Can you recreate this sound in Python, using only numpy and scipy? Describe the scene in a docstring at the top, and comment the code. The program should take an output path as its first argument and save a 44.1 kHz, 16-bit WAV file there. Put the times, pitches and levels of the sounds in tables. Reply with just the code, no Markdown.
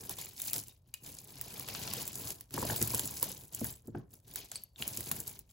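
"""Rummaging through bead strings and metal chains

Two hands stir a heap of jewellery on a cloth-covered table in a small room, close to a stereo microphone.
Sliding links sizzle and beads rattle: random contacts strike bands of noise, and loose pieces ring briefly.
Beads snap as paired noise bursts; pendants ring as close pairs of damped sines.
Heavy beads knock as modes within noise clusters; soft landings thud through the modes of the table.
A faint diffuse tail and quiet air noise lie around the heap."""
import sys
import numpy as np
from scipy import signal
from scipy.fft import rfft, irfft, next_fast_len
from scipy.io import wavfile
from scipy.ndimage import uniform_filter1d

SR = 44100
rng = np.random.default_rng(int(sys.argv[2]) if len(sys.argv) > 2 else 0)


def generate_wav(signal):
    """Clip the signal to [-1, 1] and save it as 16-bit WAV at the path in sys.argv[1]."""
    frames = np.transpose(np.atleast_2d(signal))
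    scaled = np.clip(frames, -1, 1) * 32767
    pcm = np.round(scaled).astype(np.int16)
    wavfile.write(sys.argv[1], SR, pcm)


N = 243431  # length in samples

# background air, relative spectrum: f/Hz, level/dB
AIR_SPECTRUM = [(25, -6), (70, 20.5), (130, 7.5), (250, -16.5), (600, -5.5), (2000, -46.5), (7000, -46.5),
                (16000, -20)]
# hand strokes through the heap: start t/s, length t/s, chain links level/dB, small beads level/dB,
# swell over the stroke/dB, weight on the table/dB above the small beads
HAND_STROKES = [(0.007, 0.077, -51.5, -61.5, -2.5, 5), (0.108, 0.017, -44, -51.5, -8, 3),
                (0.192, 0.16, -49.5, -57, -16, -6), (0.38, 0.11, -42.5, -54, 7.5, -8),
                (0.561, 0.033, -40, -53, -8.5, 2), (0.663, 0.031, -58.5, -66, 3.5, -7),
                (0.869, 0.043, -74, -80.5, -3, 2), (0.974, 0.074, -65.5, -71, 0, -11.5),
                (1.05, 0.027, -47, -56.5, 2.5, 0.5), (1.118, 0.16, -54, -64.5, -5, -1.5),
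                (1.285, 0.35, -51.5, -56.5, 8.5, -1), (1.682, 0.32, -45, -47.5, 2.5, -1),
                (1.997, 0.12, -45, -54, -4.5, 0), (2.16, 0.14, -43.5, -53.5, 3, 3.5),
                (2.389, 0.012, -65, -68.5, 4, 2.5), (2.547, 0.19, -40, -48, 4.5, 4.5),
                (2.758, 0.23, -38, -50, 2, 2.5), (3.022, 0.16, -43, -53.5, -4, 1),
                (3.231, 0.08, -43, -49.5, -5, 0.5), (3.36, 0.098, -53.5, -64.5, -5.5, 4.5),
                (3.528, 0.16, -45, -57, 9, 0.5), (3.861, 0.023, -72, -78, -4, 16.5),
                (3.959, 0.041, -72.5, -73, -1.5, 25), (4.14, 0.006, -56.5, -70, -6, 7.5),
                (4.265, 0.055, -57.5, -65, 6, 1.5), (4.372, 0.12, -53.5, -58, -18, -6.5),
                (4.533, 0.041, -53.5, -57.5, -0.5, -8.5), (4.8, 0.23, -45, -54.5, -0.5, 0.5),
                (5.049, 0.022, -46.5, -57.5, 14, -0.5), (5.117, 0.084, -45.5, -56.5, 0.5, 5.5),
                (5.273, 0.016, -44, -55.5, -0.5, -2), (5.332, 0.021, -59, -63, 4.5, 0),
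                (5.503, 0.026, -66, -73, -7, -1)]
# relative spectra of the contacts, from the table to the finest chain: f/Hz, level/dB
RUMBLE_SPECTRUM = [(35, -16), (65, -8.5), (115, 1.5), (180, -4), (300, -11), (450, -11)]
HEAVY_SPECTRUM = [(350, 5), (500, -7), (700, 0), (1000, -2), (1300, -10.5), (1700, -5.5), (2100, -50.5)]
SMALL_SPECTRUM = [(1900, -3), (2800, -1.5), (4500, 4), (6700, -1)]
LINKS_SPECTRUM = [(6300, -4), (8000, -2.5), (10000, -10.2), (11500, 10.5), (13500, -8.2), (16000, 7)]
# beads and links snapping together: t/s, level/dB, f/Hz, hollow body level/dB relative to the snap's
# (both before the gains in clicks)
BEAD_CLICKS = [(0.0942, -19.5, 10400, -31), (0.4182, -17.5, 11700, -41.5), (0.3995, -27, 11700, -25.5),
               (0.478, -22, 11800, -34), (0.5326, -10.5, 15200, -28), (0.5405, -21, 7200, -28),
               (0.5814, -20, 10200, -42), (0.6824, -33, 11400, -41), (0.94, -23, 10400, -30.5),
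               (1.063, -35, 7800, -36.5), (1.1867, -30, 6940, -39), (1.4122, -17.5, 15400, -32.5),
               (1.5961, -20.5, 12600, -41), (1.6866, -25.5, 15200, -15.5), (1.7493, -29, 4400, -13),
               (1.876, -28, 5300, -18), (1.936, -17.5, 11900, -24), (2.0773, -19.5, 12300, -34.5),
               (2.1553, -23, 9900, -37.5), (2.3043, -20.5, 8800, -30), (2.4088, -27.5, 13900, -28.5),
               (2.5075, -38, 10600, -19), (2.5402, -22, 8240, -23.5), (2.7616, -16, 15100, -27.5),
               (2.815, -17, 7060, -20), (2.826, -10, 10100, -41), (2.875, -18, 11300, -45),
               (2.9465, -12, 11700, -33), (2.9946, -14.5, 10300, -23), (3.056, -19.5, 12400, -35),
               (3.1976, -26, 10300, -43), (3.2276, -6.5, 15000, -53), (3.3167, -25, 10700, -36.5),
               (3.5475, -19, 11100, -56), (3.644, -15.5, 14800, -36), (3.873, -37.5, 11700, -38),
               (3.983, -49, 11800, -39), (4.106, -51, 11500, -41.5), (4.3378, -32, 11300, -34),
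               (4.3585, -16, 14200, -29), (4.516, -25, 8040, -25), (4.6359, -42, 11400, -39),
               (4.787, -49, 3000, -22), (4.8237, -32.5, 2990, -10), (4.8778, -16.5, 11400, -40),
               (4.9728, -19.5, 9600, -31), (5.007, -21.5, 11100, -28), (5.1143, -10.5, 13400, -27),
               (5.2021, -20.5, 11300, -46), (5.2773, -21, 10850, -53), (5.3912, -27.5, 15000, -54.5)]
# soft landings of fingers and bundles on the padded table: t/s, level/dB before the gain in thuds
TABLE_THUDS = [(0.095, -46), (0.549, -51), (1.595, -54), (2.541, -30.5), (2.581, -28), (2.627, -28.5),
               (2.643, -39), (2.707, -26.5), (2.812, -24.5), (2.936, -30.5), (3.038, -38.5), (3.225, -42),
               (3.615, -25.5), (3.879, -30), (3.946, -29), (3.966, -32.5), (4.802, -39.5), (4.98, -36),
               (5.111, -34.5)]
# modes of the table top: f/Hz, relative level/dB, t60/s
TABLE_MODES = [(70, -14, 0.55), (113.8, -5, 0.25), (158.2, -1, 0.087), (230, 1.5, 0.085), (272, 3.5, 0.049),
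               (337, -1, 0.058), (457, -5, 0.067), (566, -6, 0.034)]
# large beads knocking on the table: t/s, level/dB before the gains in knocks, f/Hz
BEAD_KNOCKS = [(0.096, -38.5, 825), (0.184, -40.5, 920), (0.553, -46.5, 840), (1.598, -43.5, 1020),
               (2.577, -25, 990), (2.625, -25.5, 975), (2.648, -27.5, 624), (2.698, -25, 1660),
               (2.715, -30, 624), (2.937, -31, 940), (2.994, -38.5, 890), (3.228, -30.5, 1020),
               (3.612, -30.5, 600), (3.650, -40.5, 1620), (3.881, -53, 800), (3.948, -34, 760),
               (3.95, -42.5, 1560), (4.519, -43.5, 1540), (4.824, -49.5, 1460), (5.116, -38.5, 740)]
# modes of one knock: ratio to its pitch, relative level/dB
MODES_OF_KNOCK = [(.47, -4), (1, -2), (1.679, -14)]
# partials of ringing pendants and rings: t/s, level/dB, f/Hz, t60/s
PENDANT_PARTIALS = [(0.186, -40.5, 3470, 0.015), (0.402, -40, 3680, 0.018), (0.696, -59, 3750, 0.09),
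                    (0.938, -53, 2494, 0.14), (0.942, -45.5, 2900, 0.035), (0.942, -51, 4040, 0.044),
                    (0.940, -49, 4800, 0.039), (2.078, -50, 8000, 0.031), (4.557, -38, 4586, 0.044),
                    (4.556, -56, 4520, 0.33), (4.557, -35, 8180, 0.053), (4.557, -34, 10700, 0.027),
                    (4.637, -39, 11470, 0.023), (4.760, -52.5, 3620, 0.042), (4.785, -56, 2830, 0.043),
                    (4.801, -54, 2650, 0.061), (4.824, -29.5, 2920, 0.011), (4.822, -41, 3700, 0.012)]
# correlation of left and right: f/Hz, coefficient
STEREO_LIKENESS = [(100, .99), (300, .96), (600, .62), (2000, .56), (5200, .62), (7000, .87), (16000, .87)]
# microphone pair: f/Hz, phase by which left leads/rad, left over right level/dB
MICROPHONE_PORTS = [(0, 0, .3), (300, 0, .2), (700, -.4, 2.0), (1100, .9, 3.5), (1700, .6, 1.5),
                    (3000, .8, 4.0), (5000, 0, 2.5), (7200, 0, .4), (9100, -3.1, .2), (11200, -6.3, .2),
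                    (13300, -9.4, .2), (15300, -12.4, 0), (17000, -12.9, 0)]

ATTACK_DB_PER_S, SETTLE_DB_PER_S = 551.5, 237  # a stroke starts quickly and settles more slowly
# the table is at TABLE_DB when the load on it is, and takes a share of the load's swing
TABLE_DB, TABLE_FOLLOWS = -53, .75
# heavy beads: dB relative to the small ones, and the share of a stroke's weight that they feel
HEAVY_DB, HEAVY_FEELS = -5.5, .6
# lesser clicks: number, level above the chains and its spread either way (dB)
TICK_COUNT, TICK_DB, TICK_SPREAD_DB = 110, 14.5, 3
# their hollow body (dB relative to the snap, as in BEAD_CLICKS), its spread either way (dB), pitch range
TICK_BODY_DB, TICK_BODY_SPREAD_DB, TICK_LOW_HZ, TICK_HIGH_HZ = -33.5, 9, 5900, 15000
ROOM_T60_S, ROOM_DB = 0.26, -16
CUTOFF_HZ = 15900


def from_db(db):
    """Logarithmic levels: decibels become an amplitude ratio."""
    return 10 ** (np.asarray(db) / 20)


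def rms_one(x):
    """Normalisation: the mean power becomes 1."""
    return x / np.sqrt(np.mean(x ** 2) + 1e-20)


def at_hz(points, hz):
    """Interpolation on a logarithmic frequency axis."""
    f, value = np.transpose(points)
    return np.interp(np.log(hz), np.log(f), value)


def add(out, s, sound):
    """Superposition: a sound is summed in from time s."""
    start = int(np.clip(round(s * SR), 0, N - 1))
    out[..., start:start + sound.shape[-1]] += sound[..., :N - start]


def band(x, low, high, order=2):
    """Band limiting by a causal Butterworth filter."""
    sections = signal.butter(order, [low, min(high, .47 * SR)], "band", fs=SR, output="sos")
    return signal.sosfilt(sections, x + 1e-18)


def fading(t, t60):
    """Exponential decay: the level falls 60 dB in t60."""
    return np.exp(-np.log(1000) * t / t60)


def drift(rate):
    """Slow random fluctuation: straight lines join rate random values a second, at rms 1."""
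    knots = rng.standard_normal(int(rate * N / SR) + 2)
    return rms_one(np.interp(np.arange(N) * rate / SR, np.arange(len(knots)), knots))


def pair(two, hz):
    """Partial correlation: the sum and difference of two unrelated draws form left and right."""
    alike = np.clip(at_hz(STEREO_LIKENESS, hz), 0, 1)
    shared = np.sqrt(1 + alike) * two[0]
    opposed = np.sqrt(1 - alike) * two[1] * np.array([[1], [-1]])
    return shared + opposed


def coloured(force, spectrum, count):
    """Forced resonance: random force drives count bands, neighbours from unrelated draws."""
    edges = np.geomspace(spectrum[0][0], spectrum[-1][0], count + 1)
    out = 0
    struck = force * rng.standard_normal((2, 2, N))
    for k, (low, high) in enumerate(zip(edges, edges[1:])):
        hz = np.sqrt(low * high)
        out = out + from_db(at_hz(spectrum, hz)) * band(pair(struck[k % 2], hz), low, high)
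    return rms_one(out)


def air():
    """Stationary noise: the quiet air has a fixed spectrum and steady mean power."""
    return from_db(-66.0) * coloured(1, AIR_SPECTRUM, count=12)


def stirring():
    """Addition of powers: overlapping strokes sum to levels of chains, small beads and load, in dB."""
    t = np.arange(0, N, 44) / SR  # about 1 ms steps
    start, length, links_db, beads_db, swell_db, weight_db = np.transpose(HAND_STROKES)[:, :, None]
    age = t - start
    attack_db = ATTACK_DB_PER_S * np.minimum(age, 0)
    hold_db = swell_db * (np.clip(age / length, 0, 1) - .5)
    settle_db = SETTLE_DB_PER_S * np.maximum(age - length, 0)
    shape_db = attack_db + hold_db - settle_db

    def total(db):
        """Incoherent sources: their powers add."""
        power = np.sum(from_db(db + shape_db) ** 2, axis=0)
        return np.interp(np.arange(N) / SR, t, 10 * np.log10(power + 1e-20))

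    return total(links_db), total(beads_db), total(beads_db + weight_db)


def rattle(level_db, spectrum, per_s, size_db, clump_db, settle_s, slide, count):
    """Clustered random impacts: harder stirring makes them denser, over a sliding hiss."""
    busy = from_db((level_db - level_db.max()) / 2)
    born = rng.random(N) < per_s * busy * from_db(clump_db * drift(45)) / SR
    energy = born * from_db(size_db * np.minimum(rng.exponential(1, N), 3.5)) ** 2
    # each contact jostles its neighbours: its energy decays with time constant settle_s
    energy = signal.lfilter([1], [1, -np.exp(-1 / (settle_s * SR))], energy + 1e-18)
    # the hand sets the overall effort, the contacts only share it out (over about 50 ms)
    energy = energy / (uniform_filter1d(energy, size=2200) + 0.011 * energy.mean())
    return from_db(level_db) * coloured(np.sqrt(energy + slide ** 2), spectrum, count=count)


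def beads(level_db, low_hz, high_hz, per_s, size_db, cycles, gain_db, count):
    """Damped free vibration: loose pieces tapped at random lose 60 dB in the given number of cycles."""
    out, t = np.zeros((2, N)), np.arange(SR // 30) / SR
    pitches, ports = np.geomspace(low_hz, high_hz, count), np.array([[1], [-1]])
    for when, which, size, side, apart, chance in rng.random((2000, 6)):
        if chance < per_s * N / SR / 2000:  # keep per_s taps a second on average
            hz = pitches[int(which * count)]
            tap_db = size_db * min(-np.log(1 - size), 3)
            strength = from_db(level_db[int(when * N)] + gain_db + tap_db)
            # each tap has a phase and level difference between the ports
            tone = np.sin(2 * np.pi * hz * t + ports * (apart - .5)) * from_db(ports * 0.5 * side)
            add(out, when * N / SR, strength * tone * fading(t, cycles / hz))
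    return out


def heap(links_db, small_db, load_db):
    """Contact noise in four size classes, from table to finest chain, with loose clacks, taps and tinkles."""
    rumble_db = TABLE_DB + TABLE_FOLLOWS * (load_db - TABLE_DB)
    heavy_db = small_db + HEAVY_DB + HEAVY_FEELS * (load_db - small_db)
    rumble = rattle(rumble_db, RUMBLE_SPECTRUM, per_s=130, size_db=2.5, clump_db=1.0,
                    settle_s=0.011, slide=0.57, count=7)
    heavy = from_db(-1) * rattle(heavy_db, HEAVY_SPECTRUM, per_s=300, size_db=-2.5, clump_db=4.5,
                                 settle_s=0.007, slide=0.64, count=11)
    small = from_db(-1.2) * rattle(small_db, SMALL_SPECTRUM, per_s=600, size_db=4, clump_db=4.5,
                                   settle_s=.0017, slide=.45, count=6)
    links = from_db(-2.45) * rattle(links_db, LINKS_SPECTRUM, per_s=990, size_db=4.5, clump_db=6.0,
                                    settle_s=0.0012, slide=0.3, count=6)
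    clacks = beads(heavy_db, low_hz=400, high_hz=1800, per_s=70, size_db=2.5,
                   cycles=24, gain_db=2.5, count=18)
    taps = beads(small_db, low_hz=2200, high_hz=6500, per_s=170, size_db=2.7,
                 cycles=32, gain_db=2, count=40)
    tinkle = beads(links_db, low_hz=7090, high_hz=14400, per_s=110, size_db=4,
                   cycles=300, gain_db=-7, count=24)
    return rumble + heavy + small + links + clacks + taps + tinkle


def ticks(links_db):
    """Random point events: rows of lesser clicks, evenly likely in time, as strong as the chains move."""
    when, pitch, size, hollow = rng.random((TICK_COUNT, 4)).T
    db = links_db[(when * N).astype(int)] + TICK_DB + TICK_SPREAD_DB * (2 * size - 1)
    hz = TICK_LOW_HZ * (TICK_HIGH_HZ / TICK_LOW_HZ) ** pitch
    hollow_db = TICK_BODY_DB + TICK_BODY_SPREAD_DB * (2 * hollow - 1)
    return np.transpose([when * N / SR, db, hz, hollow_db])


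def over_1_ms(x):
    """Energy normalisation: a burst gets the energy of rms 1 lasting 1 ms."""
    return x / np.sqrt(np.sum(x ** 2) / 2 / (SR / 1000))


def contact(t, rise_s=.0004, snap_t60=.0042, jostle_t60=0.072, jostle_db=-26):
    """Two-stage decay: a snap dies quickly and leaves the weaker jostling of the string."""
    decay = fading(t, snap_t60) + from_db(jostle_db) * fading(t, jostle_t60)
    return (1 - np.exp(-t / rise_s)) * decay


def clicks(rows, bounce_db=-14, snap_db=-6.5, body_db=8, width=1.467, body_low_hz=600, body_high_hz=6500):
    """Impact and rebound: a snap around the bead's pitch repeats weakly after 2.4-2.7 ms, with a duller body."""
    out, t = np.zeros((2, N)), np.arange(1800) / SR
    rebounds = rng.uniform(0.0024, 0.0027, len(rows))
    noises = rng.standard_normal((len(rows), 2, 2, len(t)))
    for (s, db, hz, hollow_db), rebound, noise in zip(rows, rebounds, noises):
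        shape = contact(t) + from_db(bounce_db) * contact(np.maximum(t - rebound, 0))
        snap = over_1_ms(band(pair(noise[0], hz) * shape, hz / width, hz * width))
        body = over_1_ms(band(pair(noise[1], 2500) * shape, body_low_hz, body_high_hz))
        add(out, s, from_db(db) * (from_db(snap_db) * snap + from_db(hollow_db + body_db) * body))
    return out


def thuds(gain_db=-5, spread_db=2.5, contact_s=0.0023, travel_s=0.0019):
    """Modal excitation: a soft landing drives each table mode with a strength that depends on the spot."""
    out, t = np.zeros(N), np.arange(SR // 3) / SR
    hz, mode_db, t60 = np.transpose(TABLE_MODES)[:, :, None]
    t = np.maximum(t - travel_s * np.sqrt(hz[0] / hz), 0)  # low bending waves travel more slowly
    modes = np.sin(2 * np.pi * hz * t) * fading(t, t60) * (1 - np.exp(-t / contact_s))
    for (s, db), spot in zip(TABLE_THUDS, rng.standard_normal((len(TABLE_THUDS), len(TABLE_MODES), 1))):
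        add(out, s, np.sum(from_db(db + gain_db + mode_db + spread_db * spot) * modes, axis=0))
    return band(out, 75, 1100)  # the thuds keep above 75 Hz, and the cloth mutes the top


def knocks(t60=0.023, width=1.144, gain_db=-7, tone_db=-10, tone_t60=0.025):
    """Modal clusters: each clear mode of a large bead's hollow clack sits inside rougher neighbours."""
    out, t = np.zeros((2, N)), np.arange(SR // 16) / SR
    noises = rng.standard_normal((len(BEAD_KNOCKS), len(MODES_OF_KNOCK), 2, len(t)))
    for (s, db, pitch), draws in zip(BEAD_KNOCKS, noises):
        for (ratio, mode_db), noise in zip(MODES_OF_KNOCK, draws):
            hz = pitch * ratio
            cluster = band(pair(noise, hz) * fading(t, t60), hz / width, hz * width)
            rough = from_db(gain_db) * rms_one(cluster) / 4
            tone = np.sin(2 * np.pi * hz * t) * (fading(t, tone_t60) - fading(t, tone_t60 / 10))
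            add(out, s, from_db(db + mode_db) * (rough + from_db(tone_db) * tone))
    return out


def chimes(split=0.014, partner_db=-5, buzz=0.48, buzz_hz=350):
    """Mode splitting: metal and glass ring in close pairs, buzzing on neighbours until the heap damps them."""
    out, t = np.zeros(N), np.arange(SR // 3) / SR
    noises = rng.standard_normal((len(PENDANT_PARTIALS), len(t)))
    for (s, db, hz, t60), noise in zip(PENDANT_PARTIALS, noises):
        main = np.sin(2 * np.pi * hz * t)
        # the shared decay below shortens the partner's own
        partner = from_db(partner_db) * np.sin(2 * np.pi * hz * (1 + split) * t) * fading(t, 2 * t60)
        touch = 1 + buzz * rms_one(band(noise, 16, buzz_hz, order=1))
        add(out, s, from_db(db) * (main + partner) * touch * fading(t, t60))
    return out


def room(x, wall_hz=5500, rise_s=0.0012):
    """Diffuse reverberation: a faint decaying noise tail, band-limited and unlike at the two sides."""
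    t = np.arange(SR // 2) / SR
    tail = band(rng.standard_normal((2, len(t))), 160, wall_hz)
    tail = tail * fading(t, ROOM_T60_S) * (1 - np.exp(-t / rise_s))
    response = rms_one(tail) / np.sqrt(len(t))  # unit energy
    return from_db(ROOM_DB) * signal.fftconvolve(x, response, axes=1)[:, :N]


def scene():
    """Superposition of the jewellery, its room and the quiet air."""
    links_db, small_db, load_db = stirring()
    moving = heap(links_db, small_db, load_db)
    snaps = clicks(BEAD_CLICKS) + clicks(ticks(links_db))
    near = moving + snaps + thuds() + knocks() + chimes()
    return near + room(near) + air()


def record(dry):
    """Port differences in phase and level: left is louder in mid-range and lags in treble; the top is cut."""
    size = next_fast_len(N + SR // 10)
    hz, lead, left_db = np.transpose(MICROPHONE_PORTS)
    f = np.arange(size // 2 + 1) * SR / size
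    # half of each difference goes to the left, its inverse to the right
    half = np.exp(.5j * np.interp(f, hz, lead)) * from_db(np.interp(f, hz, left_db) / 2)
    heard = irfft(rfft(dry, size) * np.array([half, 1 / half]), size)[:, :N]
    return signal.sosfilt(signal.ellip(10, .3, 70, CUTOFF_HZ, fs=SR, output="sos"), heard)


dry = scene()
out = record(dry)
generate_wav(out)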